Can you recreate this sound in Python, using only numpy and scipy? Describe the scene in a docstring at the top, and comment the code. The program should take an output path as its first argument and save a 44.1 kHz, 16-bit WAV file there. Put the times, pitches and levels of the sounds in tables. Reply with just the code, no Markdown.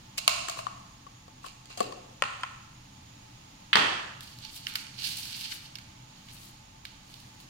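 """Two spaced phone microphones in a small hard room: a hand punch bites through a paper cup, close by.
The cup is tapped and set on a table, then the punch is laid down, jaws first and then handles.
Plastic straws are picked up, swept over the table top and nudged. Blows ring damped modes and slides
are dense stick-slip ticks; the room, an echo and a noise tail, answers both.
Throughout, air conditioning rumbles and hisses behind as shaped noise."""
import sys
import numpy as np
from scipy import signal
from scipy.fft import rfft, irfft, next_fast_len
from scipy.io import wavfile
from scipy.ndimage import uniform_filter1d

SR = 44100
rng = np.random.default_rng(int(sys.argv[2]) if len(sys.argv) > 2 else 0)


def unload_audio(sound):
    """Save the sound as a 16-bit wav file, at the path given as the first command line argument."""
    columns = np.transpose(np.atleast_2d(sound))
    # keep every value between -1 and 1, then stretch to whole-number steps
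    steps = np.round(np.clip(columns, -1, 1) * 32767)
    wavfile.write(sys.argv[1], SR, steps.astype(np.int16))


N = 330309  # samples in the scene
SPAN = next_fast_len(N, True)  # samples of noise shaped at once

# Resonances of the punch in the cup and of the straws. Each row: centre in Hz, width in Hz, level in dB.
PUNCH_MODES = [(669, 80, 6), (1070, 97, 2.5), (1250, 450, -5), (2275, 290, -6), (2724, 390, 0),
               (4220, 1160, -6.5), (5140, 730, -12), (6870, 1240, -10.5), (9000, 1700, -18.5),
               (12400, 2700, -24)]
STRAW_MODES = [(1544, 600, -7.5), (2290, 360, -7.5), (2900, 720, -3.5), (3680, 390, -6.5), (4390, 800, -3),
               (5360, 2200, -11), (7800, 6200, -17.5), (11700, 4600, -20.5), (14100, 2700, -26)]
# Where a blow's colour is set, for punch and cup: low, reference, upper middle and high frequency in Hz.
CUP_BANDS = (560, 1000, 2800, 6000)


def punch_bites():
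    """The punch bites through the cup: short hard contacts ring its resonances."""
    # Each row: start in seconds, peak in dB before the phone's colour, lows in dB, highs in dB, contact in ms.
    bites = [(.175, -31, -2, 15, 6.4), (.1795, -18, -3, 11.5, 5), (.185, -20.5, 5, 11, 4.1),
             (.2778, -2.5, -4, 1.5, 2.35), (.4965, -20, 7, 9, 3.4), (.589, -23, 1.5, -9.5, 7.1)]
    return blows(bites, PUNCH_MODES, CUP_BANDS, "hands", pan_db=0.0, room_db=10.5, mids_share=0.73)


def cup_taps():
    """Taps on the cup ring the resonances of its paper wall."""
    # Each row: start in seconds, peak in dB before the phone's colour, lows in dB, highs in dB, contact in ms.
    taps = [(.4845, -20, -14.5, 4.5, 2.9), (.572, -31.5, -1, -3, 3), (.6676, -19, -22, -9.5, 0.73),
            (1.0665, -37.5, -7, -14.5, 2.5), (1.281, -41, 6, 9, 1.6), (1.442, -34, -13, -11, 8.2),
            (1.464, -31, -7, 11, 3.4), (1.6566, -37, -7, 26, 1.3), (1.7005, -40.5, 6, 10, 6.6),
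            (1.7744, -27.5, 4, 18.5, 10), (1.8045, -11.5, 9, 2.5, 3.2), (1.923, -33, -11, 7, 2.7)]
    # Each row: centre in Hz, width in Hz, level in dB.
    cup_modes = [(251, 98, -8), (382, 140, -5.5), (519, 137, 1), (729, 72, 5.5), (1111, 130, 3.5),
                 (1270, 150, -4.5), (1790, 210, -12), (2800, 1100, -16.5), (4500, 400, -15),
                 (6860, 2200, -22)]
    return blows(taps, cup_modes, CUP_BANDS, "hands", pan_db=1.5, room_db=10.0, mids_share=0.68)


def cup_set_down():
    """The cup lands on the table, whose top rings with a dull treble."""
    # Each row: start in seconds, peak in dB before the phone's colour, lows in dB, highs in dB, contact in ms.
    landings = [(2.2222, -7.5, -2.5, -3.5, 1.44), (2.238, -16, -4, -1, 2.8), (2.41, -36, -12, 19, 1.3),
                (2.4336, -16.5, -10.5, -6, 3.4)]
    # Each row: centre in Hz, width in Hz, level in dB.
    table_modes = [(560, 140, -9.5), (770, 130, -8), (1057, 114, -0.5), (1340, 220, -2), (1840, 280, -8),
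                   (2610, 870, -8.5), (4300, 1100, -19.5), (6650, 910, -22.5), (8200, 2700, -26)]
    return blows(landings, table_modes, CUP_BANDS, "cups",
                 pan_db=0.0, room_db=9.0, mids_share=0.42, top_db=-11)


def punch_laid_down():
    """Jaws, then handles, strike the table; the handles set the whole table top booming."""
    # Each row: start in seconds, peak in dB before the phone's colour, lows in dB, highs in dB, contact in ms.
    touches = [(3.7306, -3, -15, -5.5, 7.6), (3.7553, -2.5, 0.9, 0, 2.3)]
    # Each row: centre in Hz, width in Hz, level in dB.
    tool_modes = [(197, 230, -5.5), (374, 550, -6.5), (1120, 1220, 5), (1800, 380, 4), (2640, 330, 2.5),
                  (3160, 720, 0.5), (4460, 920, -6), (6140, 720, -39), (8060, 410, -20)]
    # Low, reference, upper middle and high frequency in Hz.
    tool_bands = (704, 1520, 3200, 5500)
    jaws, handles = [
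        blows([touch], tool_modes, tool_bands, "hands",
              pan_db=-2.5, room_db=room_db, mids_share=-1.5, top_db=-5)
        for touch, room_db in zip(touches, (9.5, 18.0))]
    return jaws + handles


def straw_clicks():
    """Light plastic straws click as contacts ring their high resonances."""
    # Each row: start in seconds, peak in dB before the phone's colour, lows in dB, highs in dB, contact in ms.
    clicks = [(4.2068, -32, -2, 8, 3.3), (4.3869, -37, -16, 1.5, 1.5), (4.4493, -29.5, -5.5, -2, 2.9),
              (4.6683, -18.5, 3, -14, 1.36), (4.7546, -17, 5.5, 5, 4.6), (4.7385, -33, 0, 3, 1.5),
              (4.8673, -34, -9, -5, 1.4), (5.1696, -26, -1, 15, 5.2), (5.2544, -27, 8, 8, 2.2),
              (5.5228, -28.5, 14, 0, 3.1), (5.7543, -29, 2, -2, 4.2), (5.7853, -33.5, 5, 0, 3.5),
              (6.2861, -38, 0, -11, 2.3), (6.8518, -26.5, 0, -5, 3.1), (7.1402, -36.5, -7, -2, 1.5),
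              (7.201, -39, -8, 9, 1.6), (7.4011, -42, -7, 2, .9)]
    # Low, reference, upper middle and high frequency in Hz.
    straw_bands = (2410, 3100, 4530, 9000)
    return blows(clicks, STRAW_MODES, straw_bands, "straws", pan_db=-4.0, room_db=9.5, mids_share=.4)


def paper_rubs():
    """Paper slides by stick and slip, ringing the punch's resonances."""
    # Each row: firmest pressure in seconds, swell and fade over 20 dB in seconds, level of the lows in dB,
    # highs against lows in dB, left minus right in dB.
    strokes = [(.512, .015, 0.066, -44, -17, 8), (.586, 0.035, 0.047, -46.5, -12, 12),
               (1.46, 0.043, .08, -46.5, -12.5, 1.5), (1.71, 0.03, 0.2, -49.5, -21, 4),
               (1.808, .03, 0.1, -41, -15.5, 2)]
    return rub(strokes, PUNCH_MODES, slips_hz=6270, spread_db=2.5, flicker_db=2.0, low_hz=1430)


def straw_sweeps():
    """Straws sweep over the table top by stick and slip, ringing their own resonances."""
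    # Each row: firmest pressure in seconds, swell and fade over 20 dB in seconds, level of the lows in dB,
    # highs against lows in dB, left minus right in dB.
    strokes = [(4.23, .03, 0.17, -51, -8, 3), (4.44, 0.12, .15, -53, -16, 1.2),
               (4.566, 0.064, 0.072, -45, -8.5, 1.5), (4.69, 0.068, 0.065, -46, -8.5, 3),
               (4.79, 0.059, 0.047, -44, -7, 0), (5.052, 0.076, .2, -32.5, -9, -1),
               (5.19, 0.068, 0.067, -48, -7, 5), (5.255, 0.029, .08, -47, -4, -.6),
               (5.33, .12, 0.15, -45.5, -9.5, .4), (5.44, 0.13, 0.12, -43, -11, 1),
               (5.52, 0.071, 0.12, -47, -6, 6.5), (5.66, 0.028, 0.054, -57, -11, -2),
               (6.14, 0.11, .2, -61, -20, -2), (6.32, 0.089, .2, -58, -9, 2),
               (6.41, 0.21, 0.14, -56.5, -4, 3), (6.48, 0.13, 0.04, -62.5, -6, 3),
               (7.12, .1, 0.13, -55, -11, 2), (7.2, .05, .3, -63.5, -7, 6),
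               (7.405, .02, 0.088, -56.5, -9, 1.2)]
    return rub(strokes, STRAW_MODES, slips_hz=5930, spread_db=0.6, flicker_db=3.0, low_hz=1890)


def blows(events, modes, bands_hz, place, pan_db, room_db, mids_share, top_db=0, size=4096):
    """A sharp touch and ragged contact ring the modes: left, right, and what the walls hear per side."""
    # For each place, the samples by which the left microphone hears it first.
    left_lead = {"hands": 27, "cups": 6, "straws": 22}
    out = np.zeros((4, N + 2 * size))
    t = np.arange(size) / SR
    hz = np.fft.rfftfreq(size, 1 / SR)
    # heavy things stay in touch longer and lose the top
    ring = body(hz, modes) * undb(along(hz, [(8000, 0), (13000, top_db)]))
    sides_db = np.array([[pan_db], [-pan_db]]) / 2
    for s, peak_db, low_db, high_db, ms in events:
        contact = rng.standard_normal((3, size)) * np.exp(-t / (max(ms, .1) / 1000))
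        # each microphone sees the thing from another side
        contact[1] = .8 * contact[0] + .6 * contact[1]
        # the walls hear all sides at once, which evens the raggedness out
        contact[2, 1:] = 0
        contact[:, 0] = 2.7  # the sharp first touch
        colour_db = (low_db, 0, mids_share * high_db, high_db)
        colour = undb(along(hz, list(zip(bands_hz, colour_db))))
        hit = irfft(rfft(contact) * causal(ring * colour))
        hit[:2] *= undb(peak_db + sides_db) / np.abs(hit[:2]).max(axis=1, keepdims=True)
        hit[2] *= undb(peak_db + room_db) / np.sqrt(np.sum(hit[2] ** 2))
        i = int(s * SR)
        out[0, i:i + size] += hit[0]
        out[1, i:i + size] += np.roll(hit[1], left_lead[place])
        out[2:, i:i + size] += hit[2] * undb(0.32 * sides_db)  # the walls hear less of the pan
    return out[:, :N]


def rub(strokes, modes, slips_hz, spread_db, flicker_db, low_hz):
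    """Dense uneven stick-slip ticks ring the modes, with a finer scratch on top; strokes swell and fade."""
    t = np.arange(N) / SR
    hz = np.fft.rfftfreq(SPAN, 1 / SR)
    slips = rng.random((2, SPAN)) < slips_hz / SR
    ticks = slips * rng.standard_normal((2, SPAN))
    ticks = ticks * undb(spread_db * rng.exponential(size=(2, SPAN)))
    # light contact barely moves the low modes
    light_touch = 1 / (1 + (low_hz / np.maximum(hz, 1)) ** 4)
    spectrum = rfft(ticks) * body(hz, modes) * light_touch
    scratch_share = 1 / (1 + (7000 / np.maximum(hz, 1)) ** 6)
    lows = unit(irfft(spectrum * (1 - scratch_share), SPAN)[:, :N])
    highs = unit(irfft(spectrum * scratch_share, SPAN)[:, :N])
    lows = lows * undb(flicker_db * walk(45))
    highs = highs * undb(flicker_db * walk(45))
    out = np.zeros((2, N))
    for s, swell_s, fade_s, level_db, high_db, pan_db in strokes:
        pressure = undb(-20 * np.maximum((s - t) / max(swell_s, .005), (t - s) / max(fade_s, .005)))
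        sides_db = np.array([[pan_db], [-pan_db]]) / 2
        out += pressure * undb(level_db + sides_db) * (lows + undb(high_db) * highs)
    return np.vstack([out, undb(-6.5) * out])  # the walls' share is weaker


def room(send):
    """A smeared echo from the near wall and a diffuse tail, short at the very top, that steepens."""
    # Each row: frequency in Hz, time to fall by 60 dB in seconds.
    room_t60 = [(150, 0.67), (500, 0.74), (1500, 0.81), (4000, 0.73), (8000, 0.91), (14000, 0.24)]
    tail_db, build_s, bend = -2, 0.0025, 1.18
    echo_s, echo_db, echo_ms = .0155, -10, 2.8
    t = np.arange(SR) / SR
    hz = np.fft.rfftfreq(SR, 1 / SR)
    tail = np.zeros((2, SR))
    noise = pair(hz, SR)
    for centre_hz in 100 * 2 ** np.arange(0, 7.6, .5):
        band = np.clip(1 - 2 * np.abs(np.log2(np.maximum(hz, 1) / centre_hz)), 0, 1)
        decay = undb(-60 * (t / along(centre_hz, room_t60)) ** bend)
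        tail += irfft(noise * band, SR) * decay
    tail *= 1 - np.exp(-t / build_s)
    tail *= undb(tail_db) / np.sqrt(np.sum(tail ** 2) / 2)
    echo_shape = (t > echo_s) * np.exp(-np.abs(t - echo_s) / (echo_ms / 1000))
    scatter = rng.standard_normal((2, SR)) * echo_shape
    tail += undb(echo_db) * scatter / np.sqrt(np.sum(scatter ** 2) / 2)
    return signal.fftconvolve(send, tail, axes=1)[:, :N]


def air():
    """Air conditioning: broad rumble and hiss of shaped noise with a few wavering humps."""
    # Spectrum of the broad noise. Each row: frequency in Hz, relative density in dB per Hz.
    air_colour = [(12, -40), (20, -3.5), (63, -18.5), (120, -4.5), (255, -10.5), (285, -10), (410, -24),
                  (849, -15.5), (1260, -18.5), (1370, -22.5), (2600, -20.5), (6010, -24), (6720, -33),
                  (7520, -30.5), (16000, -43)]
    # Narrow humps. Each row: centre in Hz, width in Hz, rms level in dB about which it wavers.
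    humps = [(47, 13, -66), (85.6, 12, -64.5), (121.9, 18, -59), (200.3, 27, -69), (867.4, 38, -63),
             (6700, 240, -64.5)]
    hz = np.fft.rfftfreq(SPAN, 1 / SR)
    broad = irfft(pair(hz, SPAN) * undb(along(hz, air_colour)), SPAN)[:, :N]
    out = undb(-53 + 0.63 * walk(2.4)) * unit(broad)
    for f, w, db in humps:
        hump = irfft(pair(hz, SPAN) / (1 + (2 * (hz - f) / w) ** 2), SPAN)[:, :N]
        out += undb(db + 0.53 * walk(4)) * unit(hump)
    return out


def pair(hz, size):
    """Spectra of a left and a right noise, alike in the bass and opposed or unrelated higher up."""
    # Each row: frequency in Hz, likeness of left and right from -1 to 1.
    likeness = [(60, .99), (150, 1), (290, 0.87), (640, -0.52), (1400, 0.0063)]
    like = np.clip(along(hz, likeness), -1, 1)
    mid, side = rfft(rng.standard_normal((2, size))) * np.sqrt([1 + like, 1 - like])
    return np.array([mid + side, mid - side])


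def body(hz, modes):
    """Gain of damped resonances, summed as powers so that no holes fall between them."""
    power = 0
    for f, w, db in modes:
        detuning = (f ** 2 - hz ** 2) / (np.maximum(hz, 1) * w)
        power = power + undb(2 * db) / (1 + detuning ** 2) ** 1.59
    return np.sqrt(power)


def causal(gain):
    """The minimum-phase spectrum with this gain, which rings only after the blow."""
    cepstrum = irfft(np.log(gain + 1e-9))
    half = cepstrum.shape[-1] // 2
    cepstrum[..., 1:half] *= 2
    cepstrum[..., half + 1:] = 0
    return np.exp(rfft(cepstrum))


def lean(x, balance, size=512):
    """Tilt a stereo sound by a (Hz, left minus right dB) table, half on each side."""
    db = along(np.fft.rfftfreq(size, 1 / SR), balance)
    tilt = irfft(causal(undb(np.array([db, -db]) / 2)))
    return signal.fftconvolve(x, tilt, axes=1)[:, :N]


def walk(rate):
    """Random levels, one per 1 / rate seconds, joined by straight slopes; spread near 1."""
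    k = int(SR / rate)
    held = np.repeat(rng.standard_normal(N // k + 1), k)
    return 1.2 * uniform_filter1d(held, k)[:N]


def undb(db):
    """Amplitude factor of a level in dB."""
    return 10 ** (np.asarray(db) / 20)


def along(hz, table):
    """Read a (Hz, value) table on a log-frequency axis."""
    f, v = np.transpose(table)
    return np.interp(np.log(np.maximum(hz, 1)), np.log(f), v)


def unit(x):
    """Scale a sound to an rms of 1."""
    return x / np.sqrt(np.mean(x ** 2))


def scene():
    """Handling sounds in the phone's shadow, the room's answer, and the air conditioning behind."""
    # The phone's shadow on sound from the front. Each row: frequency in Hz, left minus right in dB.
    shadow = [(150, 3.5), (500, 2.5), (1100, 7), (2000, 2.5), (5000, -5.5), (8000, 12), (13000, 3.5)]
    near = punch_bites()
    near += cup_taps()
    near += cup_set_down()
    near += punch_laid_down()
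    near += straw_clicks()
    near += paper_rubs()
    near += straw_sweeps()
    direct, to_walls = near[:2], near[2:]
    return lean(direct, shadow) + room(to_walls) + air()


def record(dry):
    """Two unlike microphones; the phone rounds the loudest peaks and cuts the top."""
    # The microphones' own colours. Each row: frequency in Hz, left minus right in dB.
    mic_balance = [(500, 0), (1500, 2), (2200, -3), (3200, -8), (6000, -4.5), (8500, 0.5), (13000, 8.5)]
    heard = lean(dry, mic_balance)
    rounded = heard / (1 + heard ** 4) ** .25
    top_cut = signal.ellip(10, .2, 75, 16000, fs=SR, output="sos")  # low-pass at 16 kHz
    return .93 * signal.sosfilt(top_cut, rounded)


dry = scene()
out = record(dry)
unload_audio(out)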